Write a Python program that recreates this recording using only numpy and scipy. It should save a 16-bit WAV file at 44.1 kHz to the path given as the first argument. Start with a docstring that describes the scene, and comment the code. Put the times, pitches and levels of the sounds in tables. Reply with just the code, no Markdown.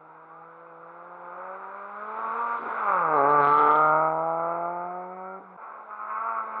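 """Two four-cylinder rally cars on a country road, heard from a microphone on the verge.
Tyres chirp as the first car accelerates out of a hairpin; it lifts, coughing, then sweeps past within 4 m.
Its pitch falls, harsh treble bursts out as it overdrives the recorder, and it pulls away until a gear
change, tyres chirping again. The scene then jumps to a second car, in a bend at high revs. Firing pulses
and surging noise, rung through filters, make the engines; trees echo over road rumble and faint hiss."""
import sys
import numpy as np
from scipy import signal
from scipy.fft import rfft, irfft
from scipy.io import wavfile
from scipy.ndimage import uniform_filter1d, minimum_filter1d, map_coordinates

SR = 44100
rng = np.random.default_rng(int(sys.argv[2]) if len(sys.argv) > 2 else 0)


def master(y):
    """Save y as 16-bit WAV."""
    cut = np.clip(np.atleast_2d(y).T, -1, 1)
    pcm = np.round(cut * 32767)  # scale
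    wavfile.write(sys.argv[1], SR, pcm.astype(np.int16))


N = 291060
T = np.arange(N) / SR  # time of each sample [s]
JUMP_S = 5.572  # moment the scene jumps to the second car

# The first car's voice as each side of it faces the microphone: (frequency [Hz], level [dB])
FAR_NOSE = [(160, -29), (310, -3.5), (400, -5), (520, 3), (600, 0), (720, -3), (900, -1), (1080, -6),
            (1300, -1.5), (1450, -6.5), (1650, -20), (2100, -46), (2600, -34), (3300, -71)]
NEAR_NOSE = [(200, -29), (400, -12), (470, -6.5), (590, -3), (720, -11.5), (850, 2), (980, 0.5),
             (1150, 8.5), (1380, 4), (1550, -9.5), (1750, -27), (2150, -21.5), (2650, -26), (3300, -92.5)]
FLANK = [(150, -15.5), (295, -11.5), (450, -3), (570, -5), (720, -6), (860, 0), (1000, -7.5), (1170, 14.5),
         (1320, 6.5), (1560, -0.5), (1780, -17.5), (2150, -12), (2650, -26), (3300, -64)]
REAR_CORNER = [(150, -22), (295, -17.5), (445, -8), (595, -18.5), (740, -17), (890, -2), (1040, -16.5),
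               (1180, 4), (1335, 0.5), (1480, -17.5), (1750, -34), (2100, -24.5), (2500, -47.5),
               (3200, -77.5)]
TAIL = [(160, -8.5), (330, -14), (490, -10.5), (650, 0), (800, -3), (930, -0.5), (1070, -7.5), (1200, 2.5),
        (1390, 2), (1490, -24), (1800, -35.5), (2200, -23.5), (2420, -44), (2800, -72)]
FAR_TAIL = [(180, -19.5), (370, -3.5), (550, -4.5), (710, 3), (790, -7.5), (900, -2), (1080, -12),
            (1260, -3), (1400, -11), (1700, -32.5), (2250, -20), (2450, -36), (2800, -66)]
# Start and end of each turn from one side to the next: (time [s])
FACING = [1.9, 2.199, 2.98, 3.14, 3.459, 3.541, 3.681, 3.86, 4.451, 5.101]


def sides_shown():
    """The share of each side, far nose to far tail, facing the microphone; shares cross-fade in each turn."""
    facing = np.interp(T, FACING, np.arange(1, len(FACING) + 1) // 2)
    return np.array([np.maximum(1 - abs(facing - side), 0) for side in range(6)])


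# Firing rate as heard from the verge, Doppler shift included, before the shudder: (time [s], rate [Hz])
REVS_A = [(0.0, 157.7), (0.652, 168.4), (0.764, 165.2), (1.127, 176.5), (1.297, 175.3), (1.43, 185.1),
          (1.948, 205.1), (2.194, 222.6), (2.373, 232.3), (2.532, 236.3), (2.8, 220.7), (2.846, 207.5),
          (3.069, 158.9), (3.23, 143.6), (3.54, 145.8), (3.777, 152.7), (4.068, 158.2), (4.779, 175.4),
          (5.429, 191.9), (5.56, 180.9)]
# Pipe's bark, and the rasp above it, with throttle and distance, before trim: (time [s], level [dB])
BARK_A = [(0.0, -53.5), (0.55, -53), (1.3, -44.5), (1.52, -43), (1.95, -47), (2.2, -36.5), (2.53, -35.5),
          (2.6, -39.5), (2.82, -36.5), (2.9, -29), (3.05, -30), (3.24, -19), (3.42, -22), (3.53, -25),
          (3.63, -20), (3.95, -24), (4.28, -28), (4.55, -29), (4.85, -34.5), (5.15, -41.5), (5.39, -42.5),
          (5.45, -55.5), (5.56, -48.5)]
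RASP_A = [(0.0, -53), (0.6, -52.5), (1.28, -47), (1.44, -42.5), (1.7, -43), (1.98, -41), (2.28, -33.5),
          (2.54, -31.5), (2.63, -35.5), (2.83, -30.5), (2.92, -23), (3.08, -28.5), (3.3, -23),
          (3.37, -21.5), (3.56, -18), (3.7, -19), (3.89, -21.5), (4.07, -27.5), (4.17, -35), (4.53, -34.5),
          (4.9, -43), (5.38, -48.5), (5.44, -52), (5.56, -53.5)]
# Base levels at the nearest distance, a row a side: (firing hum level [dB], engine bay fizz level [dB])
SIDE_LEVELS = [(-42, -60), (-39.5, -56), (-40.5, -61.5), (-47.5, -67.5), (-36.5, -67), (-34, -67.5)]
# Turbulence over tone close by [dB], its growth per dB of spreading loss, its change behind the car [dB]
BARK_ROUGH_DB, BARK_SCATTER, BARK_BEHIND_DB = -14.5, 0.47, -9.5
RASP_ROUGH_DB, RASP_SCATTER, RASP_BEHIND_DB = -11.5, 0.72, -5
LIFT_ROUGH_DB = 11  # added while the throttle is shut
FIZZ_REF_HZ, FIZZ_DB_PER_OCTAVE = 184, 10.5  # the bay hisses more as the revs rise


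def first_car(lift_hum_db=-3, hum_waver_db=1.4, whine_db=-77, whine_falloff=1.3):
    """The car shows its nose, flank and tail in turn; it is cleanest close by and from behind, under throttle."""
    revs = curves(REVS_A)[0] + shudder()
    cycle = np.cumsum(revs * (1 + 0.00094 * wobble(22))) / SR
    # the intake throbs unevenly just before the car passes, the tailpipe after it
    uneven = 1 + .7 * around(2.95, .15) + .4 * (T > PASS_S)
    pulses = firings(cycle, jitter=.002, scatter_db=.25, uneven=uneven)

    shown = sides_shown()
    sides = [FAR_NOSE, NEAR_NOSE, FLANK, REAR_CORNER, TAIL, FAR_TAIL]
    tone = sum(share * unit(coloured(pulses, side)) for share, side in zip(shown, sides))

    far, shut = spreading_db(), lifted()
    behind = shown[-2:].sum(axis=0)
    hum_db, bay_db = np.transpose(SIDE_LEVELS) @ shown - far
    hum_db = hum_db + lift_hum_db * shut + hum_waver_db * (1 - behind) * wobble(7.2)
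    bay_db = bay_db + FIZZ_DB_PER_OCTAVE * np.log2(revs / FIZZ_REF_HZ)

    bark_behind = BARK_BEHIND_DB * behind * (1 - shut)
    bark_rough = BARK_ROUGH_DB + BARK_SCATTER * far + bark_behind + LIFT_ROUGH_DB * shut
    rasp_rough = RASP_ROUGH_DB + RASP_SCATTER * far + RASP_BEHIND_DB * behind + LIFT_ROUGH_DB * shut
    voice = engine(cycle, tone, BARK_A, RASP_A, hum_db, bark_rough, rasp_rough,
                   surge=0.11, bark_db=-.5, rasp_db=-0.5, flutter_db=1.0)

    bay = bay_fizz(cycle, depth=0.33, lag=0.18) * amp(bay_db)
    ring = whine(pulses, whine_db - whine_falloff * far)
    return voice * misfire() + bay + overload_fizz(cycle) + ring


# Second car's firing rate as heard, Doppler shift included: (time [s], rate [Hz])
REVS_B = [(5.58, 221), (5.7, 221), (5.95, 210), (6.13, 216.5), (6.28, 229.5), (6.43, 219), (6.6, 219)]
# Its bark, and the rasp above it, before trim: (time [s], level [dB])
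BARK_B = [(5.58, -47.5), (5.68, -46.5), (5.95, -48.5), (6.1, -43.0), (6.29, -38.5), (6.45, -40),
          (6.6, -40.5)]
RASP_B = [(5.58, -50), (5.64, -43.5), (5.85, -45.5), (6.05, -38), (6.09, -34.5), (6.18, -31.5), (6.3, -28),
          (6.4, -34), (6.47, -37.0), (6.6, -34)]
# Its voice, nose towards the microphone: (frequency [Hz], level [dB])
SECOND_CAR = [(220, -30), (440, -16), (560, -16), (670, -9), (900, -2), (1130, 2), (1370, -2), (1560, -19),
              (1780, -31), (2150, -24), (2600, -34), (3300, -62)]
# It draws nearer, hum and fizz growing: level at the jump [dB], rise [dB per s]
HUM_B_DB, HUM_B_DB_PER_S = -73.5, 18
FIZZ_B_DB, FIZZ_B_DB_PER_S = -85.5, 8.5


def second_car(rough_db=-4, cleaner_per_db=0.68, whine_db=-63):
    """A car nose on, its throttle feathered through the bend: the harder it pulls, the cleaner its note."""
    cycle = np.cumsum(curves(REVS_B)[0] * (1 + 0.00161 * wobble(22))) / SR
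    pulses = firings(cycle, jitter=.005, scatter_db=.9, uneven=np.full(N, 1.5))
    tone = coloured(pulses, SECOND_CAR)

    effort_db = curves(RASP_B)[0]
    rough = rough_db - cleaner_per_db * (effort_db - effort_db[T > JUMP_S].mean())
    since = np.maximum(T - JUMP_S, 0)
    hum_db = HUM_B_DB + HUM_B_DB_PER_S * since
    voice = engine(cycle, tone, BARK_B, RASP_B, hum_db, rough, rough + 2,
                   surge=0.12, bark_db=-1.2, rasp_db=-1.0, flutter_db=2.0)

    fizz = bay_fizz(cycle, depth=.6, lag=.2) * amp(FIZZ_B_DB + FIZZ_B_DB_PER_S * since)
    return fizz + whine(pulses, effort_db + whine_db) + voice


# Turbulent gas flow in the engine: (frequency [Hz], level [dB])
GAS = [(60, -74.5), (150, -26.5), (280, -14.5), (470, -3.5), (660, -2.5), (1040, 3), (1380, 4.5),
       (1550, -5), (1760, -19), (2130, -14.5), (2500, -19), (2900, -44), (3600, -73.5), (5000, -110)]


def engine(cycle, tone, bark_curve, rasp_curve, hum_db, bark_rough_db, rasp_rough_db,
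           surge, bark_db, rasp_db, flutter_db):
    """A clean firing hum, the pipe's bark up to 1 kHz and a rougher rasp above it."""
    bark_level, rasp_level = curves(bark_curve)[0], curves(rasp_curve)[0]
    gas = coloured(puffs(cycle, surge, lag=0.15), GAS)
    tone = cut(tone, 240, "high", order=6)  # leaves the firing rate itself mainly to the drone
    low_tone, low_gas = cut([tone, gas], 1000, "low")

    drone = np.sqrt(2) * np.cos(2 * np.pi * (cycle - .05)) * amp(hum_db)
    bark = blend(low_tone, low_gas, bark_rough_db) * amp(bark_level + bark_db)
    # moving air makes the higher orders flutter
    rasp_gain = amp(rasp_level + rasp_db + flutter_db * wobble(30))
    rasp = blend(tone - low_tone, gas - low_gas, rasp_rough_db) * rasp_gain
    return drone + bark + rasp


# The four cylinders, before scaling by uneven: (strength [dB], lateness [firing periods])
CYLINDERS = [(-0.5, 0.0026), (0.6, -0.00072), (-0.55, -0.011), (1, 0.0095)]


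def firings(cycle, jitter, scatter_db, uneven):
    """One pulse per firing; the four cylinders differ in strength and timing, as much as uneven says."""
    index = np.arange(1, int(cycle[-1]))
    db, late = np.array(CYLINDERS)[index % len(CYLINDERS)].T * np.interp(index, cycle, uneven)
    chance = rng.standard_normal((len(index), 2))
    at = np.interp(index + late + jitter * chance[:, 0], cycle, np.arange(N))
    strength = amp(db + scatter_db * chance[:, 1])
    # a windowed sinc places each pulse between samples
    taps = at.astype(int)[:, None] + np.arange(-7, 9)
    offset = taps - at[:, None]
    pulse = np.sinc(offset) * np.cos(np.pi * offset / 16) ** 2
    return np.bincount(np.clip(taps, 0, N - 1).ravel(), (pulse * strength[:, None]).ravel(), N)


def puffs(cycle, depth, lag):
    """Noise that surges once per firing."""
    return rng.standard_normal(N) * np.exp(depth * np.cos(2 * np.pi * (cycle - lag)))


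def blend(tone, noise, rough_db):
    """Mix tone and noise, the noise rough_db above the tone, to about rms 1."""
    return (steady(tone) + amp(rough_db) * steady(noise)) / np.hypot(1, amp(rough_db))


# Stabs of throttle that set the driveline shuddering: (time [s], initial swing of the firing rate [Hz])
STABS = [(1.627, 5.24), (2.245, 11.7), (3.156, 18.7)]
SHUDDER_HZ, SHUDDER_FADE_S = 4.342, 0.03008


def shudder():
    """The revs swing about their trend after each stab of throttle and settle."""
    swings = 0
    for stab_s, swing_hz in STABS:
        age = np.maximum(T - stab_s, 0)
        fade = 1 + age / SHUDDER_FADE_S
        swings = swings - swing_hz * np.sin(2 * np.pi * SHUDDER_HZ * age) / fade
    return swings


# The first car's path: moment it is nearest [s], speed [m/s], distance from the microphone then [m]
PASS_S, SPEED_M_PER_S, NEAREST_M = 3.53, 16.7, 3.65


def spreading_db():
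    """How much weaker the first car is than at its nearest, by the inverse distance law."""
    return 20 * np.log10(np.hypot(1, SPEED_M_PER_S * (T - PASS_S) / NEAREST_M))


# Throttle shut, so that the engine runs ragged: (start time [s], end time [s])
LIFTS = [(2.58, 2.82), (5.4, 5.6)]


def lifted():
    """1 while the throttle is shut, else 0, with short ramps between."""
    return uniform_filter1d(sum(1. * ((T > start) & (T < end)) for start, end in LIFTS), size=1500)


def misfire(depth_db=7, length_s=.02):
    """A gain that dips for an instant each time the throttle shuts, as the note falters."""
    return amp(-depth_db * sum(around(start + length_s, length_s) for start, _ in LIFTS))


# Bursts of harsh treble as the loud car overdrives the recorder: (time [s], half length [s], level [dB])
OVERLOADS = [(3.185, .04, -64), (3.304, 0.032, -58), (3.475, 0.078, -53.5), (3.578, 0.047, -52),
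             (3.736, 0.11, -54), (3.869, 0.027, -62.5), (3.943, .11, -75.5)]
# Colour of the harsh treble: (frequency [Hz], level [dB])
OVERLOAD_FIZZ = [(2000, -34), (2700, 1), (3300, -2), (3900, -5.5), (4500, -17.5), (4950, -22), (5300, -24),
                 (5600, -33.5), (6500, -27.5), (7100, -32.5), (8900, -21), (11000, -27.5), (13000, -37)]


def overload_fizz(cycle, ring_db=0, start_hz=4050, end_hz=3350, glide_s=3.53, glide_length_s=0.1, crackle_db=2):
    """Harsh treble, surging with each firing, as the loud car overdrives the recorder, in timed bursts."""
    fizz = unit(coloured(puffs(cycle, depth=3, lag=.2), OVERLOAD_FIZZ))
    # its brightest band glides down as the ground reflection shifts with the passing car
    high, low = [unit(signal.lfilter(*signal.iirpeak(hz, 7, fs=SR), fizz)) for hz in (start_hz, end_hz)]
    glided = np.clip((T - glide_s) / glide_length_s + .5, 0, 1)
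    fizz = unit(fizz + amp(ring_db) * ((1 - glided) * high + glided * low))
    crackling = unit(fizz * amp(crackle_db * wobble(145)))
    return crackling * sum(amp(db) * around(s, half_length_s) for s, half_length_s, db in OVERLOADS)


# Hiss of the engine bay: (frequency [Hz], level [dB])
BAY_FIZZ = [(2000, -22.5), (2700, 1.5), (3150, -4.5), (3650, -1.5), (3950, -10.5), (4100, -14.5),
            (4400, -19), (4680, -12), (4900, -29), (5200, -24), (5600, -40.5), (9000, -37), (13000, -51.5)]


def bay_fizz(cycle, depth, lag):
    """High hiss from the engine bay, surging with each firing, at rms 1."""
    return unit(coloured(puffs(cycle, depth, lag), BAY_FIZZ))


# Thin metallic resonance: (frequency [Hz], level [dB])
WHINE = [(4700, -69), (5000, -15.5), (5080, 0), (5180, -9.5), (5290, 0), (5380, -16.5), (5600, -69.5)]


def whine(pulses, level_db):
    """The firings keep a narrow, high resonance ringing."""
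    return steady(coloured(pulses, WHINE)) * amp(level_db)


# Exhaust coughs about the time the throttle shuts: (start time [s], level [dB])
POPS = [(2.58, -46), (2.615, -45), (2.65, -46), (5.39, -49)]


def coughs(swell_s=0.016):
    """Short dull puffs from the silencer: low noise that swells and dies away."""
    bursts = 0
    for start_s, db in POPS:
        age = np.maximum(T - start_s, 0) / swell_s
        bursts = bursts + amp(db) * age * np.exp(1 - age)
    dull = [(40, -27), (110, -14.5), (420, 9.0), (800, -8), (2000, -75.5), (4000, -110)]  # (Hz, dB)
    return bursts * steady(coloured(rng.standard_normal(N), dull))


# Tyre chirps, one list for each: (time [s], frequency [Hz], level [dB])
CHIRPS = [
    [(.04, 1040, -73), (.1, 944, -50), (.16, 834, -52), (.21, 860, -72)],
    [(.285, 1094, -49), (.33, 1148, -48), (.39, 1240, -46.5), (.44, 1170, -50)],
    [(.29, 970, -53), (.36, 900, -68), (.43, 810, -45)],
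    [(5.22, 1283, -43), (5.28, 1365, -41.5), (5.315, 1404, -43.5), (5.36, 1345, -40.5), (5.41, 1335, -54)],
]


def tyre_chirps():
    """The tread slips in wavering chirps, each a gliding sine."""
    out = np.zeros(N)
    for chirp in CHIRPS:
        hz, db = curves(chirp)
        slipping = uniform_filter1d(1. * ((T > chirp[0][0]) & (T < chirp[-1][0])), size=800)
        phase = 2 * np.pi * np.cumsum(hz * (1 + 0.004 * wobble(120))) / SR
        out = out + slipping * amp(db) * np.sin(phase)
    return out


# Road rumble, pushed air and breeze at the microphone: (frequency [Hz], level [dB])
RUMBLE = [(15, -35.5), (40, -17.5), (90, -6), (170, 1), (280, 0), (600, -19.5), (1200, -63.5), (2500, -110)]


def road_and_breeze(wake_db=-53.0, ahead_falloff=1.7, behind_falloff=1.65, breeze_db=-82):
    """Road rumble and pushed air swell over a steady breeze and linger slightly behind the car."""
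    falloff = np.where(T < PASS_S, ahead_falloff, behind_falloff)
    level = amp(wake_db - falloff * spreading_db()) + amp(breeze_db)
    return level * unit(coloured(rng.standard_normal(N), RUMBLE))


def trees(x, t60=0.29):
    """Trunks and banks scatter a thin, dull echo, which counts for less while the first car is close."""
    t = T[:SR // 2]
    scatter = cut(rng.standard_normal(len(t)), [500, 2500], "band", order=2)
    tail = scatter * amp(-60 * t / t60) * (t > .015)
    wet_db = -14 - 9 * around(4, .9)
    return amp(wet_db) * signal.oaconvolve(x, tail / np.linalg.norm(tail))[:N]


def amp(db):
    """Decibels to gain."""
    return 10 ** (np.asarray(db) / 20)


def unit(x):
    """Scale to rms 1."""
    return x / np.sqrt(np.mean(x ** 2) + 1e-20)


def steady(x, size=3000):
    """Scale to a running rms of about 1."""
    power = uniform_filter1d(uniform_filter1d(x * x, size), size)
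    return x / np.sqrt(np.abs(power) + 1e-20)


def curves(rows):
    """One value per sample for each column after the time."""
    s, *cols = np.transpose(rows)
    return [np.interp(T, s, c) for c in cols]


def wobble(rate):
    """A smooth random curve, rate knots a second."""
    return map_coordinates(rng.standard_normal(int(N * rate / SR) + 4), [T * rate])


def around(s, width_s):
    """A bell-shaped weight in time."""
    return np.exp(-((T - s) / width_s) ** 2)


def coloured(x, points):
    """Ring x through a causal filter with the given (Hz, dB) shape, which dies away above its last point."""
    size = 4096
    hz, db = np.transpose([*points, (1.5 * points[-1][0], -120)])
    shape = amp(np.interp(np.log(np.fft.rfftfreq(size, 1 / SR) + 1), np.log(hz), db))
    # folding the cepstrum gives minimum phase
    cepstrum = irfft(np.log(shape + 1e-6))
    cepstrum[1:size // 2] *= 2
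    cepstrum[size // 2 + 1:] = 0
    return signal.oaconvolve(x, irfft(np.exp(rfft(cepstrum))))[:N]


def cut(x, hz, kind, order=8):
    """Low-pass, high-pass or band-pass without delay."""
    return signal.sosfiltfilt(signal.butter(order, hz, kind, fs=SR, output="sos"), x)


def scene():
    """One car, then abruptly the other, over the road and a faint hiss."""
    first, second = first_car() + coughs(), second_car()
    before = np.clip((JUMP_S - T) / 0.0082, 0, 1)
    after = np.clip((T - JUMP_S) / 0.0046, 0, 1)
    cars = before * (first + trees(first)) + after * (second + trees(second))
    hiss = amp(-100) * rng.standard_normal(N)
    return (cars + tyre_chirps() + road_and_breeze() + hiss)[None]


def record(dry, ceiling=.29, top_hz=12700):
    """A fast limiter behind the microphone holds down the loudest peaks; a steep low-pass dulls the top."""
    needed = np.minimum(1, ceiling / (abs(dry) + 1e-9))
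    held = minimum_filter1d(needed, size=400)
    gain = uniform_filter1d(uniform_filter1d(held, size=200), size=200)
    return cut(dry * gain, top_hz, "low", order=12)


dry = scene()
out = record(dry)
master(out)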